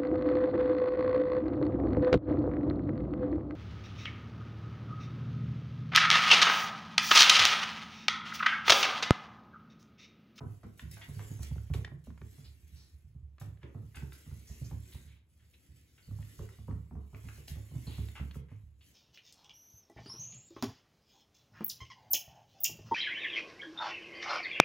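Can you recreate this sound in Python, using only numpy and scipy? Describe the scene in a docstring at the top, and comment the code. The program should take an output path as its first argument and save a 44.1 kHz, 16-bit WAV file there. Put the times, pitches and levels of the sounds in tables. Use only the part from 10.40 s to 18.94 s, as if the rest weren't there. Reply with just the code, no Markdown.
"""A kitten chases a soft toy on a wand over a hollow wooden floor, close by in a small, quiet room.
It scampers at once: paws excite the floor's modes in thuds and knocks, claws tick, and the toy swishes
by friction, with faint gliding whistles. The heaviest pounce lands at 1.3 s; soft steps follow, then a
second run from 3 s. Near 4.8 s the kitten pins the toy and there is a lull. From 5.7 s it runs and
skids again, and pins the toy once more at 8 s."""
import sys
import numpy as np
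from scipy import signal
from scipy.fft import rfft, irfft, next_fast_len
from scipy.io import wavfile
from scipy.ndimage import uniform_filter1d, map_coordinates

SR = 44100
rng = np.random.default_rng(int(sys.argv[2]) if len(sys.argv) > 2 else 0)


def master_out(mix):
    """Clip the mix to full scale and print it as 16-bit PCM to the path in sys.argv[1]."""
    frames = np.transpose(np.atleast_2d(mix))
    ceiling = np.clip(frames, -1, 1)
    pcm = np.round(ceiling * 32767).astype(np.int16)
    wavfile.write(sys.argv[1], SR, pcm)


N = 376739


def amp(db):
    """Amplitude ratio of a level in decibels."""
    return 10 ** (np.asarray(db) / 20)

def unit(x):
    """Normalisation to an rms of 1."""
    return x / np.sqrt(np.mean(x ** 2) + 1e-20)

def at_peak(x, db):
    """Normalisation to a peak level in decibels."""
    return amp(db) * x / np.abs(x).max()

def decay(t, t60):
    """Exponential damping: 60 dB down after t60 seconds."""
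    return np.exp(-np.log(1000) * t / t60)

def along(points, hz):
    """Interpolation of (frequency, value) points on a logarithmic frequency axis."""
    freqs, values = np.transpose(points)
    return np.interp(np.log(hz + 1), np.log(freqs + 1), values)

def bump(hz, centre, octaves):
    """A Gaussian band in log frequency, 1 at its centre."""
    return np.exp(-.5 * (np.log2((hz + 1) / centre) / octaves) ** 2)

def filtered(x, response):
    """Linear filtering: the spectrum of x times a complex frequency response."""
    n = x.shape[-1]
    padded = next_fast_len(n + 8192)
    return irfft(rfft(x, padded) * response(np.fft.rfftfreq(padded, 1 / SR)), padded)[..., :n]

def noise(spectrum, shape):
    """Spectral shaping of white noise, at an rms of 1."""
    return unit(filtered(rng.standard_normal(shape), lambda hz: amp(along(spectrum, hz))))

def add(track, start, x):
    """Superposition: x joins the track at a start time in seconds."""
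    part = track[..., max(round(start * SR), 0):][..., :x.shape[-1]]
    part += x[..., :part.shape[-1]]


# Spectrum of the quiet house. Each row: frequency in Hz, relative level in dB.
AIR_SPECTRUM = [(20, -43), (45, -16.5), (70, 1.5), (130, -12.5), (800, -40.5), (3000, -48), (15000, -76)]

def still_air(level_db=-66, side_db=-12):
    """Ambient noise: a faint rumble and hiss, largely coherent between the channels."""
    return amp(level_db) * (noise(AIR_SPECTRUM, N) + amp(side_db) * noise(AIR_SPECTRUM, (2, N)))


# Decay of the room. Each row: frequency in Hz, reverberation time in seconds.
REVERB_TIMES = [(200, 0.46), (1500, 0.43), (5000, 0.2), (14000, 0.0047)]

def room(x):
    """Diffuse reverberation: the reflections change each half second, as for a moving source."""
    out, step = np.zeros((2, N)), SR // 2
    for start in range(0, N, step):
        hz, t, spectra = signal.stft(rng.standard_normal((2, step)), SR, nperseg=256)
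        fade = decay(t, along(REVERB_TIMES, hz)[:, None]) * (t > .004)
        mid, side = signal.istft(spectra * fade, SR)[1]
        side = filtered(side, lambda hz: hz / np.hypot(hz, 480))  # long waves reach both ports alike
        tail = np.array([mid + side, mid - side])
        tail /= np.linalg.norm(tail[0])
        add(out, start / SR, signal.fftconvolve(x[None, start:start + step], tail, axes=1))
    return out

def ports(x, lag_s=.000222):
    """Phase difference at two microphone ports: none in the bass, a steady lag in the treble."""
    def response(hz):
        apart = np.interp(hz, [1600, 2300, 4300, 5400], [0, .15, .25, 1])
        phase = 2 * np.pi * (hz - 6900) * lag_s * apart
        return np.exp(.5j * phase * np.array([[-1], [1]]))
    return filtered(x, response)


# The kitten's path. Each row: time in seconds, distance from the microphone in metres.
KITTEN_PATH = [(.7, 1.23), (1.5, 0.6), (3.6, 1.6), (4.8, 0.52), (6.4, 1.27), (7.2, 1.62), (8.1, 0.51)]

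def placed(x, wet_db):
    """The ratio of reverberant to direct sound grows with distance; wet_db sets it at one metre."""
    wet = amp(wet_db) * np.interp(np.arange(N) / SR, *np.transpose(KITTEN_PATH))
    direct = x / np.sqrt(1 + wet ** 2 / 2)
    return ports(direct) + room(wet * direct)

def stroke(t, length, rise_s=0.00087):
    """Amplitude envelope of a stroke: it bites quickly and eases off."""
    return (1 - np.exp(-t / rise_s)) * np.exp(-2 * (t / length) ** 2)

def grit(n, rate_hz, depth_db):
    """Random amplitude modulation by a surface that catches and slips."""
    roughness = map_coordinates(rng.standard_normal(n), [np.arange(n) * rate_hz / SR], order=1)
    return unit(amp(depth_db * roughness))


# Brief gliding whistles. Each row: start in seconds, level in dB, initial pitch in Hz,
# fade time in seconds, glide in octaves per second.
WHISTLES = [(0.822, -66, 7760, 0.47, -1.8), (4.889, -83, 10000, 0.1, 1.9), (5.626, -71.5, 4520, 0.11, 0.22),
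            (7.469, -54, 4240, 0.033, -1.3)]

def whistles(width_hz=220):
    """Swept narrowband noise: high gliding tones in the toy's swish, and short squeaks."""
    out, t = np.zeros(N), np.arange(SR // 4) / SR
    for start, db, pitch, length, glide in WHISTLES:
        waver = filtered(rng.standard_normal(len(t)), lambda hz: 1 / (1 + (hz / width_hz) ** 2))
        phase = 2 * np.pi * np.cumsum(pitch * 2 ** (glide * t)) / SR
        add(out, start, amp(db) * unit(waver * np.sin(phase)) * stroke(t, length))
    return ports(out)


# Broadband noise of a claw on wood. Each row: frequency in Hz, relative level in dB.
CLAW_SPECTRUM = [(250, 0), (900, 2.5), (2800, 0.5), (4500, 0.5), (8000, -6), (15500, -44)]
# Skids of paws and toy. Each row: start in seconds, level in dB, band centre in Hz, fade time in seconds.
SKIDS = [(0.23, -58.5, 1170, 0.027), (0.568, -54.5, 1000, 0.021), (0.612, -51, 2380, 0.035),
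         (0.799, -57.5, 1500, 0.027), (1.342, -53, 3100, 0.021), (2.043, -63.5, 4070, 0.07),
         (2.358, -67, 4900, 0.17), (3.214, -69.5, 1860, 0.1), (3.545, -54, 2310, 0.022),
         (4.072, -61, 6300, 0.099), (4.242, -61, 5800, 0.058), (4.52, -61, 3480, 0.053),
         (4.675, -70, 2860, 0.16), (4.993, -77.5, 2440, 0.09), (5.135, -66.5, 3100, 0.032),
         (5.578, -66, 2280, 0.041), (7.468, -60, 3350, 0.22), (7.753, -51.5, 2040, 0.074),
         (8.084, -70, 1930, 0.12), (8.408, -66.5, 3130, 0.048)]

def skids(width_hz=1300, broad_db=-11):
    """Friction noise: a scratchy band, coloured by the resonances of the spot being rubbed."""
    out, t = np.zeros(N), np.arange(SR // 2) / SR
    spot = lambda hz: amp(2 * map_coordinates(rng.standard_normal(128), [hz / 200]))
    for start, db, centre, length in SKIDS:
        white = rng.standard_normal(len(t))
        band = filtered(white, lambda hz: spot(hz) / (1 + np.abs((hz - centre) / width_hz) ** 5))
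        rub = unit(unit(band) + amp(broad_db) * noise(CLAW_SPECTRUM, len(t)))
        add(out, start, amp(db) * stroke(t, length) * rub * grit(len(t), rate_hz=300, depth_db=1.0))
    return placed(out, wet_db=-5)


# Pulls of the wand. Each row: time of full speed in seconds, width in seconds, relative level in dB.
DRAGS = [(0.127, 0.23, -71.5), (0.85, 0.7, -59), (1.978, 0.35, -64.5), (2.356, 0.44, -68),
         (3.223, 0.99, -85), (3.863, 0.64, -63.5), (4.212, 0.42, -60.5), (4.547, 0.25, -59.5),
         (5.233, 0.87, -72.5), (5.946, 0.67, -62.5), (6.926, 0.32, -60.5), (7.51, 0.74, -60),
         (8.488, 0.12, -66)]
# The toy is swatted or drops to the floor. Each row: start in seconds, relative level in dB.
SWATS = [(0.375, -58), (0.512, -52), (1.019, -51), (1.336, -54.5), (1.64, -65), (2.998, -59), (3.555, -56),
         (3.729, -56.5), (5.359, -66.5), (7.076, -51.5), (7.938, -60)]
# A paw holds the toy down. 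Each row: start in seconds, duration in seconds.
PINS = [(4.782, 0.11), (7.997, 0.11)]

def toy_envelope(roundness=1.35, swat_rise_s=0.00021, swat_t60=0.36, pin_db=-11.5):
    """Incoherent sources add in power: swelling pulls and sudden swats. A pinning paw damps the sum."""
    t = np.arange(N) / SR
    power = sum(amp(db) ** 2 * np.exp(-2 * np.abs(2 * (t - centre) / width) ** roundness)
                for centre, width, db in DRAGS)
    swat = (1 - np.exp(-t[:SR] / swat_rise_s)) * decay(t[:SR], swat_t60)
    for start, db in SWATS:
        add(power, start, (amp(db) * swat) ** 2)
    pinned = sum(np.exp(-(2 * (t - start) / length - 1) ** 4) for start, length in PINS)
    return np.sqrt(power) * amp(pin_db * pinned)


# Hiss of fibres on wood. Each row: frequency in Hz, relative level in dB.
FIBRE_SPECTRUM = [(300, 11.5), (900, -10), (2100, 4.5), (4300, 2.5), (5500, 4.5), (8000, 7.5), (12500, 7.5),
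                  (15500, 0.5)]

def toy(patchy_db=3.0, level_db=-1, wet_db=-5, dull_hz=6500):
    """Friction of fibres on the grain: a gritty swish whose colour shifts as the toy turns."""
    spectra = signal.stft(rng.standard_normal(N), SR, nperseg=1024)[2]
    patches = uniform_filter1d(rng.standard_normal(spectra.shape), size=6, axis=0)  # across frequency
    patches = uniform_filter1d(patches, size=4, axis=1)  # across time
    rub = signal.istft(spectra * amp(patchy_db * unit(patches)))[1][:N]
    rub *= grit(N, rate_hz=230, depth_db=2.0)
    hiss = unit(filtered(rub, lambda hz: amp(along(FIBRE_SPECTRUM, hz))))
    swish = amp(level_db) * hiss * toy_envelope()
    echo = filtered(room(swish), lambda hz: 2 / (1 + (hz / dull_hz) ** 2))
    return ports(swish) + amp(wet_db) * echo

def tap(pitch, t60=0.021, crack_db=-5, spread=0.4425, bright=2.5, rise_s=0.0007):
    """Impact excitation: a hard tip cracks and starts twelve brief modes; blunter tips sound duller."""
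    t = np.arange(SR // 16) / SR
    modes = pitch * np.exp(spread * np.linspace(-1, 1, 12)[:, None] + .1 * rng.standard_normal((12, 1)))
    ring = unit(np.sum(rng.uniform(.5, 1, modes.shape) * np.sin(2 * np.pi * modes * t), axis=0))
    colour = lambda hz: amp(along(CLAW_SPECTRUM, hz)) / (1 + (hz / (bright * pitch)) ** 2)
    crack = unit(filtered(rng.standard_normal(len(t)), colour))
    onset = (1 - np.exp(-t / rise_s)) ** 2  # the tip meets the wood at a glancing angle
    return (ring + amp(crack_db) * crack) * onset * decay(t, t60)


# Sharp contacts. Each row: start in seconds, relative peak level in dB, pitch in Hz.
TICKS = [(0.394, -41, 2270), (0.7925, -41, 1407), (1.0306, -38.5, 6470), (1.1805, -51, 1660),
         (1.337, -34.5, 2820), (1.347, -44, 915), (1.4468, -34.5, 2080), (1.476, -48, 1280),
         (1.703, -54, 1050), (1.7763, -51.5, 1454), (1.8153, -47.5, 1490), (2.9819, -53, 1560),
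         (3.0138, -46.5, 996), (3.172, -61.5, 2340), (3.2305, -49, 2290), (3.5475, -59, 1430),
         (3.5693, -42.5, 2230), (3.7209, -46.5, 2060), (4.311, -49.5, 995), (5.826, -52.5, 2130),
         (6.089, -51, 1430), (6.31, -51, 1260), (6.746, -46, 1640), (6.8861, -43.5, 1750),
         (7.0797, -39.5, 4680), (7.685, -47, 2770), (7.91, -47.5, 3030), (7.9438, -49, 1960)]

def ticks(gain_db=1.5):
    """Impact transients: claws and toy strike the boards."""
    out = np.zeros(N)
    for start, db, pitch in TICKS:
        add(out, start, at_peak(tap(pitch), db + gain_db))
    return placed(out, wet_db=-9)

def bending(hz, path=1, delay_s=0.015, reference_hz=333.3):
    """Dispersion of bending waves: the longer the path, the more the treble runs ahead of the bass."""
    return np.exp(-2j * np.pi * 2 * path * delay_s * np.sqrt(reference_hz * hz))


# Vibration of a struck plank. Each row: frequency in Hz, relative level in dB.
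PLANK_SPECTRUM = [(90, 0.5), (190, 8), (320, -4), (420, -3.5), (600, -21.5), (1100, -16), (3000, -49)]
# Landings of the runs and pounces. Each row: time in seconds, relative thud level in dB,
# favoured pitch in Hz, offset of the knock level in dB.
LANDINGS = [(0.009, -40.5, 129, -1), (0.057, -38, 123, -19), (0.237, -44.5, 81.4, -4),
            (0.424, -37, 146, -18.5), (0.684, -37, 137, -13.5), (0.762, -38, 103, -20),
            (0.793, -44.5, 102, -2), (0.905, -35.5, 117, -14), (0.995, -34.5, 78, -14),
            (1.11, -32, 101, -18), (1.153, -32.5, 100, -12.5), (1.301, -26.5, 73.4, -20),
            (1.339, -32, 66, -7.5), (1.514, -40, 157, -11.5), (1.671, -40.5, 170, -4.5),
            (1.812, -40, 86, -9.5), (1.982, -46, 127, -13), (2.749, -42.5, 95.6, -26),
            (3.012, -39, 105, -12), (3.072, -40.5, 88, -21), (3.229, -43, 83, -6), (3.349, -38, 120, -9.5),
            (3.433, -43.5, 86, -19), (3.564, -42, 76.5, -9.5), (3.621, -35, 143, -15.5),
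            (3.865, -41.5, 126, -15.5), (3.914, -37.5, 60.6, -16.5), (4.099, -38, 65.5, -16.5),
            (4.213, -34, 102, -16.5), (4.317, -32.5, 85, -13), (4.544, -37.5, 60.4, -17.5),
            (5.678, -39, 106, -22), (5.708, -36.5, 149, -19), (5.786, -37.5, 85, -14.5),
            (5.989, -34, 88.5, -12), (6.184, -41, 89, -15.5), (6.28, -33.5, 134, -5),
            (6.32, -33.5, 148, -23), (6.508, -40.5, 154, -8), (6.555, -36, 61.4, -10),
            (6.731, -40.5, 86, -13), (6.843, -38.5, 92, -16.5), (6.975, -43.5, 65.6, -14.5),
            (7.105, -35, 103, -23.5), (7.158, -38.5, 111, -14.5), (7.31, -40.5, 92, -9.5),
            (7.352, -32.5, 117, -15.5), (7.467, -36, 126, -9.5), (7.581, -30.5, 97.4, -16.5),
            (7.798, -32.5, 83.3, -10.5), (7.957, -35.5, 144, -10), (8.115, -43, 132, -11.5)]
TOE_LEAD_S = .007  # head start of the toes

def knocks(rise_s=0.0012, t60=0.042, gain_db=1.5, plank_hz=335, spread=0.62, note_db=6):
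    """Damped resonance: each landing shakes a plank with a short, hollow note of its own."""
    out, t = np.zeros(N), np.arange(SR // 4) / SR
    fade = (1 - np.exp(-t / rise_s)) * decay(t, t60)
    notes = plank_hz * np.exp(spread * rng.uniform(-0.94, 1, len(LANDINGS)))
    shakes = noise(PLANK_SPECTRUM, (len(LANDINGS), len(t)))
    for (start, db, _, knock_db), shake, note in zip(LANDINGS, shakes, notes):
        plank = filtered(shake, lambda hz: amp(note_db * bump(hz, note, octaves=0.16)))
        knock = filtered(fade * plank, bending)
        add(out, start - TOE_LEAD_S, at_peak(knock, db + knock_db + gain_db))
    return placed(out, wet_db=0)

def pushes(pad_db=-5, push_hz=230, toe_db=-6, toe_hz=900, ripple_db=5, vary=0.4455):
    """Forced response: each landing shoves the floor once, a dull toe tap falling into the pad's bump."""
    pads, toes, n = np.zeros(N), np.zeros(N), SR // 8
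    hz = np.fft.rfftfreq(n, 1 / SR)
    for start, db, pitch, knock_db in LANDINGS:
        grain = rng.standard_normal(128)  # every spot of the floor is different
        path, hardness = np.exp(vary * np.tanh(grain[-2:]))
        pad = irfft(bump(hz, np.sqrt(pitch * push_hz), octaves=0.41) * bending(hz), n)
        spot = amp(ripple_db * map_coordinates(grain, [hz / push_hz]))
        toe_band = hz / np.hypot(hz, push_hz) / (1 + (hz / (hardness * toe_hz)) ** 4)
        toe = irfft(spot * toe_band * bending(hz, path), n)
        add(pads, start - TOE_LEAD_S, at_peak(pad, db + pad_db))
        add(toes, start - TOE_LEAD_S, at_peak(toe, db + knock_db + toe_db))
    return pads + placed(toes, wet_db=-9)


# Modes of the hollow floor. Each row: frequency in Hz, relative level in dB, free 60 dB decay in seconds.
FLOOR_MODES = [(45.9, 1.5, 0.19), (62.3, -5, 0.29), (70.7, 0.5, 1), (75.8, -5.5, 0.25), (104.6, 0.5, 0.62),
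               (122.55, -0.5, 0.24), (137.4, -3.5, 0.38), (161, -14, 0.76)]
# Soft steps between the runs, without a knock. Each row: start in seconds, relative thud level in dB.
SOFT_STEPS = [(0.516, -41.5), (2.056, -46.5), (2.23, -45.5), (2.326, -43.5), (2.537, -47), (2.645, -43.5),
              (2.827, -40.5), (4.652, -44.5), (4.998, -57.5), (5.29, -48.5), (8.236, -44.5)]

def thuds(press_s=0.006, hold_s=0.15, after_db=-8, favour_db=9, scatter_db=6.0, step_hz=71.4,
          gain_db=0.97, lean_db=2.0):
    """Modal superposition: a soft pad bends the floor, and its spot favours the modes near one pitch."""
    out, t = np.zeros(N), np.arange(SR * 2 // 3) / SR
    hz, mode_db, t60 = np.transpose(FLOOR_MODES)[:, :, None]
    # the boards swing hard while the weight is on them, then ring on faintly
    load = (1 - np.exp(-(t / press_s) ** 2)) * (np.exp(-(t / hold_s) ** 4) + amp(after_db))
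    rings = load * np.sin(2 * np.pi * hz * t) * decay(t, t60)
    footfalls = [row[:3] for row in LANDINGS] + [(start, db, step_hz) for start, db in SOFT_STEPS]
    for start, db, pitch in footfalls:
        scatter = scatter_db * rng.standard_normal(hz.shape)
        weights = amp(mode_db + favour_db * bump(hz, pitch, octaves=0.2) + scatter)
        add(out, start, at_peak(np.sum(rings * weights, axis=0), db + gain_db))
    return out * amp([[-lean_db], [lean_db]])  # louder on the right

def scene():
    """Superposition of kitten, toy and room."""
    return ticks() + skids() + whistles() + toy() + still_air() + thuds() + knocks() + pushes()

def record(dry, low_hz=45, top_hz=15800):
    """Band limiting: the microphone sheds the deepest bass and passes nothing above top_hz."""
    bass_cut = lambda hz: 1 - 1 / (1 + (hz / low_hz) ** 6)
    return filtered(dry, lambda hz: bass_cut(hz) * (hz < top_hz))


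dry = scene()
out = record(dry)
master_out(out)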